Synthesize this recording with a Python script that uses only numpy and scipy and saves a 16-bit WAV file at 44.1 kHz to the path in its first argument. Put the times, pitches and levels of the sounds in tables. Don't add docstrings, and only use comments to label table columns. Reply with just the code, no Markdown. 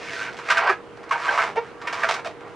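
import sys
import numpy as np
from scipy import signal
from scipy.io import wavfile
from scipy.ndimage import uniform_filter1d

SR = 44100
rng = np.random.default_rng(int(sys.argv[2]) if len(sys.argv) > 2 else 0)


def wav_out(sig):
    wavfile.write(sys.argv[1], SR, np.round(np.clip(np.atleast_2d(sig).T, -1, 1) * 32767).astype(np.int16))


def amplitude_ratio(level_db):
    exponent = np.asarray(level_db, float) / 20
    return 10 ** exponent


N = 112454


def evened(x):
    return x / np.sqrt(np.mean(x ** 2) + 1e-20)


def read(points, hz):
    f, value = np.transpose(points)
    return np.interp(np.log(hz + 1), np.log(f + 1), value)


def add(mix, s, sound):
    part = mix[round(s * SR):][:len(sound)]
    part += sound[:len(part)]


def wander(rows, length):
    noise = rng.standard_normal((rows, length + 300))
    return signal.lfilter(np.hanning(300), 1, noise)[:, 300:] / np.sqrt(112)


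def colour(x, points, under_db=-40):
    hz = abs(np.fft.fftfreq(4096, 1 / SR))
    below = (points[0][0] / 2, points[0][1] + under_db)
    logs = np.log(amplitude_ratio(read([below] + list(points), hz)))
    taps = np.fft.ifft(np.exp(np.conj(signal.hilbert(logs)))).real[:2048]
    taps = taps.reshape((1,) * (x.ndim - 1) + (-1,))
    return signal.oaconvolve(x, taps, axes=-1)[..., :x.shape[-1]]


def resonate(x, hz, width_hz):
    turn = np.exp(2j * np.pi * np.cumsum(hz * np.ones(len(x))) / SR)
    r = np.exp(-np.pi * width_hz / SR)
    return 2 * (turn * signal.lfilter([1 - r], [1, -r], x / turn)).real


# pitch in Hz, width in Hz, level in dB.
FAN_HUMS = [(126.2, 42, -56.5), (333, 35, -59.5), (411, 21, -53)]


def fan():
    t = np.arange(N) / SR
    hum = sum(amplitude_ratio(db) * evened(resonate(rng.standard_normal(N), hz, width)) for hz, width, db in FAN_HUMS)
    for hz, db in ((474, -46), (318, -57)):
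        hum = hum + amplitude_ratio(db) * np.sin(2 * np.pi * hz * t)
    return hum


# pitch in Hz, level in dB.
AIR_TONE = [(25, -20.5), (370, -6.5), (460, -7), (1200, -10.5), (2330, -21.5), (6000, -38), (11000, -45.5),
            (16000, -51)]
# pitch in Hz, likeness from -1 to 1.
AIR_LIKENESS = [(30, -0.64), (100, -0.31), (200, 0.31), (400, 0.72), (1000, 0.87), (3770, 0.51),
                (15000, -0.039)]


def air():
    frames, hz = N // 256 + 5, np.fft.rfftfreq(1024, 1 / SR)
    a, b, c, d, patches = rng.standard_normal((frames, 513, 5)).T
    patches = uniform_filter1d(patches, size=12, axis=0)
    patches = evened(uniform_filter1d(patches, size=10, axis=1))
    same = np.clip(read(AIR_LIKENESS, hz), -1, 1)[:, None]
    left = a + 1j * b
    right = same * left + np.sqrt(1 - same ** 2) * (c + 1j * d)
    z = np.array([left, right]) * amplitude_ratio(read(AIR_TONE, hz)[:, None] + 1.6 * patches)
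    return amplitude_ratio(-44) * evened(signal.istft(z, nperseg=1024, noverlap=768)[1][:, :N])


# pitch in Hz, time to fall by 60 dB in seconds.
ROOM_FADE = [(300, 0.24), (1000, 0.16), (4000, .18), (10000, 0.16)]


def room(x):
    room_db, wide_db = -5, -11.5
    taps = np.zeros((2, 22000))
    at = np.arange(150, 21900, 20) + rng.integers(0, 20, (2, 1088))
    np.put_along_axis(taps, at, rng.choice([-1., 1.], at.shape), 1)
    hz, t, z = signal.stft(taps, SR, nperseg=256)
    tail = signal.istft(z * amplitude_ratio(-60 * t / read(ROOM_FADE, hz)[:, None]), SR, nperseg=256)[1]
    mid, side = signal.fftconvolve(x[None], tail / np.linalg.norm(tail[0]), axes=1)[:, :N]
    lean = colour(side, [(300, -7.5), (3000, -7), (6000, 3.5), (10000, 6.0)])
    return x + amplitude_ratio(room_db) * mid + amplitude_ratio(wide_db) * np.array([lean, -lean])


def ring(length, level_db, hz):
    waver, rough, octave_db = .008, .4, -19.5
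    t = np.arange(0, 1.42 * length, 1 / SR)
    wobble, sway = wander(2, len(t))
    turn = 2 * np.pi * np.cumsum(hz * (1 + waver * wobble)) / SR
    shape = np.sin(np.pi * (t / t[-1]) ** 0.57) * (1 + rough * sway)
    return amplitude_ratio(level_db + 5) * shape * (np.sin(turn) + amplitude_ratio(octave_db) * np.sin(2 * turn))


# start in seconds, length in seconds, level in dB, pitch in Hz.
RINGS = [(.05, .06, -42.5, 2220), (.128, .02, -38, 1884), (0.159, 0.024, -38, 1560),
         (0.199, 0.044, -38.5, 1560), (0.254, 0.052, -40.5, 1510), (.497, 0.024, -24, 1570),
         (.571, .014, -22, 1544), (0.628, .02, -31, 1560), (0.646, 0.019, -30.5, 636),
         (0.666, 0.031, -25.5, 1540), (.692, 0.022, -21.5, 1190), (0.709, 0.031, -32, 1650),
         (1.108, .018, -21.5, 1083), (1.15, 0.017, -28, 942), (1.279, 0.025, -23, 1560),
         (1.289, 0.047, -31, 955), (1.275, .035, -33, 760), (1.376, 0.034, -25.5, 1313),
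         (1.376, 0.014, -23, 980), (1.41, 0.018, -28, 1516), (1.465, 0.016, -32, 646),
         (1.72, 0.091, -53, 1153), (1.815, 0.052, -42, 1154), (2.024, 0.02, -27.5, 1200),
         (2.032, 0.015, -25, 1736), (2.109, 0.0099, -28, 635), (2.301, 0.016, -40, 660),
         (.514, 0.019, -23, 1200), (1.116, .018, -32.5, 652), (1.136, 0.019, -31.5, 800),
         (1.927, 0.019, -37, 700), (1.868, 0.022, -36.5, 960), (2.249, 0.023, -35, 720),
         (1.132, 0.012, -26, 1527), (.585, .012, -28, 1350)]


def all_rings():
    out = np.zeros(N)
    for start, length, level_db, hz in RINGS:
        add(out, start, ring(length, level_db, hz))
    return out


# pitch in Hz, level in dB.
SQUEAK_TONE = [(400, 9), (470, 0.5), (640, -3.5), (940, -2), (1400, -16), (2300, -18.5), (3300, -34.5),
               (7000, -53)]


def squeak(length, level_db, hz, tilt_db, glide):
    waver, rough, dulling_db = .022, .35, -3
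    rise_s, fall_s = 0.019, 0.008
    t = np.arange(0, length + 5 * fall_s, 1 / SR)
    wobble, *sway = wander(15, len(t))
    bend = glide * np.minimum(t / length - .5, .5)
    turns = np.cumsum(hz * (1 + bend + waver * wobble)) / SR
    slope_db = tilt_db + dulling_db * (t / length - .5)
    tone = np.zeros(len(t))
    for k in range(1, 15):
        level = amplitude_ratio(read(SQUEAK_TONE, k * hz) + slope_db * np.log2(k)) * (1 + rough * sway[k - 1])
        tone += level * np.cos(2 * np.pi * k * turns + 0.322 * k * k)
    shape = np.minimum(t / rise_s + 0.33, 1) * np.exp(-np.maximum(t - length, 0) / fall_s)
    return -amplitude_ratio(level_db) * shape * evened(tone)


# start in seconds, length in seconds, level in dB, slips per second,
# tilt in dB per octave, glide as a share of the pitch.
SQUEAKS = [
    (0.668, 0.0162, -26, 560, 7, -0.21),
    (.691, 0.018, -20, 394, 6, -.03),
    (1.567, 0.024, -19, 455, 4, .07),
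    (2.258, 0.014, -29, 620, 4.5, -0.05),
    (1.553, 0.0063, -35, 420, 1, 0.018),
    (2.087, 0.011, -29, 635, -1, -.03),
]


def all_squeaks():
    out = np.zeros(N)
    for start, *settings in SQUEAKS:
        add(out, start, squeak(*settings))
    return out


def slips(clump):
    slips_per_s, spread_db, clump_db, rub_db = 1200, 3.6, 2.5, -10
    size = amplitude_ratio(spread_db * np.minimum(rng.exponential(1, N), 3) + clump_db * clump)
    clicks = evened(-size * (rng.random(N) < slips_per_s / SR))
    x = clicks + amplitude_ratio(rub_db) * rng.standard_normal(N)
    return x / np.sqrt(abs(uniform_filter1d(x ** 2, size=600)))


# time in seconds, pressure in dB, ring of the squeezed bulb in Hz,
# dryness of the grip in dB.
TWIST_A = [
    (0, -34.5, 1940, -8.5),
    (.12, -31, 1700, -7),
    (.2, -32.5, 1480, -4.5),
    (.285, -29.5, 1560, -13.5),
    (.32, -47, 1460, -4.5),
    (.4, -42, 1210, -10.5),
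    (.49, -30, 1430, -8.5),
]
TWIST_B = [
    (0.482, -43.5, 1460, -29),
    (0.562, -23, 1350, -12.5),
    (.61, -21.5, 1030, -29),
    (0.661, -20.5, 630, -33),
    (0.701, -24.5, 1130, -27.5),
    (0.729, -30.5, 1350, -15),
    (0.768, -63, 1270, -31),
]
FIDGET = [
    (.93, -84, 790, -25),
    (1.0, -47, 895, -17),
    (1.102, -43.5, 1150, -23),
]
TWIST_C = [
    (1.123, -35, 850, -15),
    (1.24, -27, 1320, -9),
    (1.288, -20.5, 885, -16),
    (1.349, -22, 923, -12),
    (1.43, -43, 1140, -2.5),
    (1.481, -30, 806, -11),
    (1.551, -48.5, 900, -12),
]
AFTER = [
    (1.6, -44.5, 1200, -12),
    (1.67, -42.5, 1490, -10.5),
    (1.74, -53, 2000, -14),
    (1.802, -61, 1150, -14),
]
TWIST_D = [
    (1.802, -42, 800, -15),
    (1.9, -32.5, 910, -16),
    (2.01, -29, 1100, -9),
    (2.08, -29, 1120, -11.5),
    (2.149, -30.5, 1020, -19),
    (2.199, -32, 1070, -13),
    (2.239, -79, 790, -5),
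]
SETTLE = [
    (2.359, -72, 800, -20),
    (2.42, -46, 880, -30),
    (2.48, -41.5, 830, -13),
    (2.55, -57, 775, -7),
]
SURGE_STARTS = [.487, .500, .570, .628, .670, .694, 1.110, 1.155, 1.376, 1.418, 1.436, 1.470, 1.557, 1.871,
                1.926, 2.032, 2.088, 2.109, 2.140, 2.246, 2.305]
# length in seconds, level in dB, ring in Hz, dryness in dB.
SURGES = [(0.013, -21.5, 1360, -12.5), (0.021, -14, 1490, -10.5), (0.013, -19.5, 1470, -7.5),
          (0.01, -42, 1500, -38), (0.024, -25.5, 1350, -37), (0.01, -24, 1080, -8.5),
          (0.018, -20, 1150, -13.5), (0.011, -33, 580, -28), (0.03, -19, 1150, -18),
          (0.0075, -15, 1300, -18), (0.0068, -23, 950, -14), (0.0078, -31.5, 780, -37),
          (0.0077, -25.5, 380, -17), (0.0075, -21.5, 2000, -11.5), (0.013, -29, 1300, -5),
          (0.0088, -17.5, 1580, -17.5), (0.0031, -17.5, 750, -4), (0.011, -30, 1500, -1),
          (0.0045, -28.5, 1240, 0.5), (0.028, -31, 710, -6.5), (0.0082, -42, 2000, -13)]
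# time in seconds, peak in dB, ring in Hz, snap in dB.
JERKS = [(.134, -32, 1870, -13), (.328, -46.5, 1500, -3), (.638, -35, 1000, -7), (0.193, -30, 1480, -33),
         (0.216, -28, 1560, -29), (.231, -26, 1560, -27), (0.344, -32, 1070, -37), (.369, -35, 1540, -6.5),
         (.389, -19.5, 1074, -23), (0.971, -38.5, 795, -16), (1.032, -37.5, 1090, -10.5),
         (1.092, -36.5, 1040, -8.5), (1.816, -27, 1120, -18), (2.408, -35.5, 1030, -20)]


def grip():
    surge_rise, surge_t60 = .3, .055
    jerk_t60, jerk_trim_db = 0.061, -8
    t = np.arange(N) / SR
    parts = []
    for rows in (TWIST_A, TWIST_B, TWIST_C, TWIST_D, FIDGET, SETTLE, AFTER):
        s, db, hz, dry_db = np.transpose(rows)
        held = (t >= s[0]) * (t < s[-1])
        parts.append((amplitude_ratio(np.interp(t, s, db)) * held, np.interp(t, s, hz), np.interp(t, s, dry_db)))
    for s, (length, db, hz, dry_db) in zip(SURGE_STARTS, SURGES):
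        rise = np.clip((t - s) / (surge_rise * length) + 0.56, 0, 1) * (t >= s)
        fall_db = 60 * np.maximum(t - s - length, 0) / surge_t60
        parts.append((rise * amplitude_ratio(db - fall_db), hz, dry_db))
    for s, db, hz, snap_db in JERKS:
        fall_db = 60 * abs(t - s) / jerk_t60
        parts.append((amplitude_ratio(db + jerk_trim_db - fall_db) * (t >= s), hz, snap_db + 12.5))
    body = 1e-5 + sum(level for level, hz, db in parts)
    ring_hz = (1e-2 + sum(level * hz for level, hz, db in parts)) / body
    crisp = sum(level * amplitude_ratio(db) for level, hz, db in parts)
    return body, ring_hz, crisp


# pitch in Hz, width in Hz, level in dB.
BALLOON = [(673, 44, -5.5), (980, 43, -4.5), (1104, 49, -10.5), (1226, 63, -5), (1350, 140, -12),
           (1560, 30, -2), (2160, 120, -5), (2767, 200, 0)]
# pitch in Hz, level in dB.
SKIN = [(420, -3.5), (650, 0), (2300, -1), (3300, -9), (5000, -5.5), (8000, -28)]
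# pitch in Hz, level in dB.
CRACKLE = [(2600, 8), (3600, 5.5), (5500, 1), (8300, -11), (11000, -22), (16000, -12.5)]


def rubbing():
    bulb_width, wall_width = 230, 1200
    shared, kick, clump_s = 0.54, 3.5, .004
    body, ring_hz, crisp = grip()
    clump = evened(uniform_filter1d(rng.standard_normal(N), round(clump_s * SR)))
    common = shared * slips(clump)
    kick_times = np.array(SURGE_STARTS + [row[0] for row in JERKS])
    common[np.round(SR * kick_times).astype(int) + 8] -= kick

    def bulb(x):
        return colour(resonate(resonate(x, ring_hz, bulb_width), ring_hz, 3 * bulb_width), SKIN)

    def wall(x):
        return colour(resonate(resonate(x, 1.13 * ring_hz, wall_width), 1.49 * ring_hz, 2 * wall_width), SKIN)

    def modes(x):
        return colour(sum(amplitude_ratio(db) * resonate(x, hz, w) / np.sqrt(w) for hz, w, db in BALLOON), SKIN)

    def skin(x):
        return colour(x, CRACKLE, under_db=-46.5)

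    out = np.zeros(N)
    for path, db, level in ((bulb, -10.5, body), (wall, -5, body), (modes, -12.5, body), (skin, -2, crisp)):
        drive = common + (1 - shared) * slips(clump)
        out += amplitude_ratio(db) * path(drive * level) / np.std(path(drive))
    return out


# pitch in Hz, level in dB.
SMALL_BODY = [(370, 0), (500, 0)]


def small(x):
    return amplitude_ratio(-2.0) * colour(x, SMALL_BODY, under_db=-60)


def scene():
    squeak_wet, ring_wet = .65, .45
    right_db = 1
    balloon, squeaks, rings = rubbing(), all_squeaks(), all_rings()
    in_room = room(small(balloon + squeak_wet * squeaks + ring_wet * rings))
    straight = small((1 - squeak_wet) * squeaks) + (1 - ring_wet) * rings
    heard = in_room + straight + air() + fan()
    return heard * amplitude_ratio(np.array([[-right_db], [right_db]]))


def low_pass(x):
    return signal.sosfilt(signal.butter(12, 16000, fs=SR, output="sos"), x)


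# pitch in Hz, level in dB.
MIC = [(9500, 0.5), (10600, -3.5), (11300, -8), (12100, -37), (12600, -18), (13300, -11), (15900, -16.5),
       (16300, -54.5)]


def record(dry):
    mix = colour(dry, MIC, under_db=0.5)
    return low_pass(mix)


dry = scene()
out = record(dry)
wav_out(out)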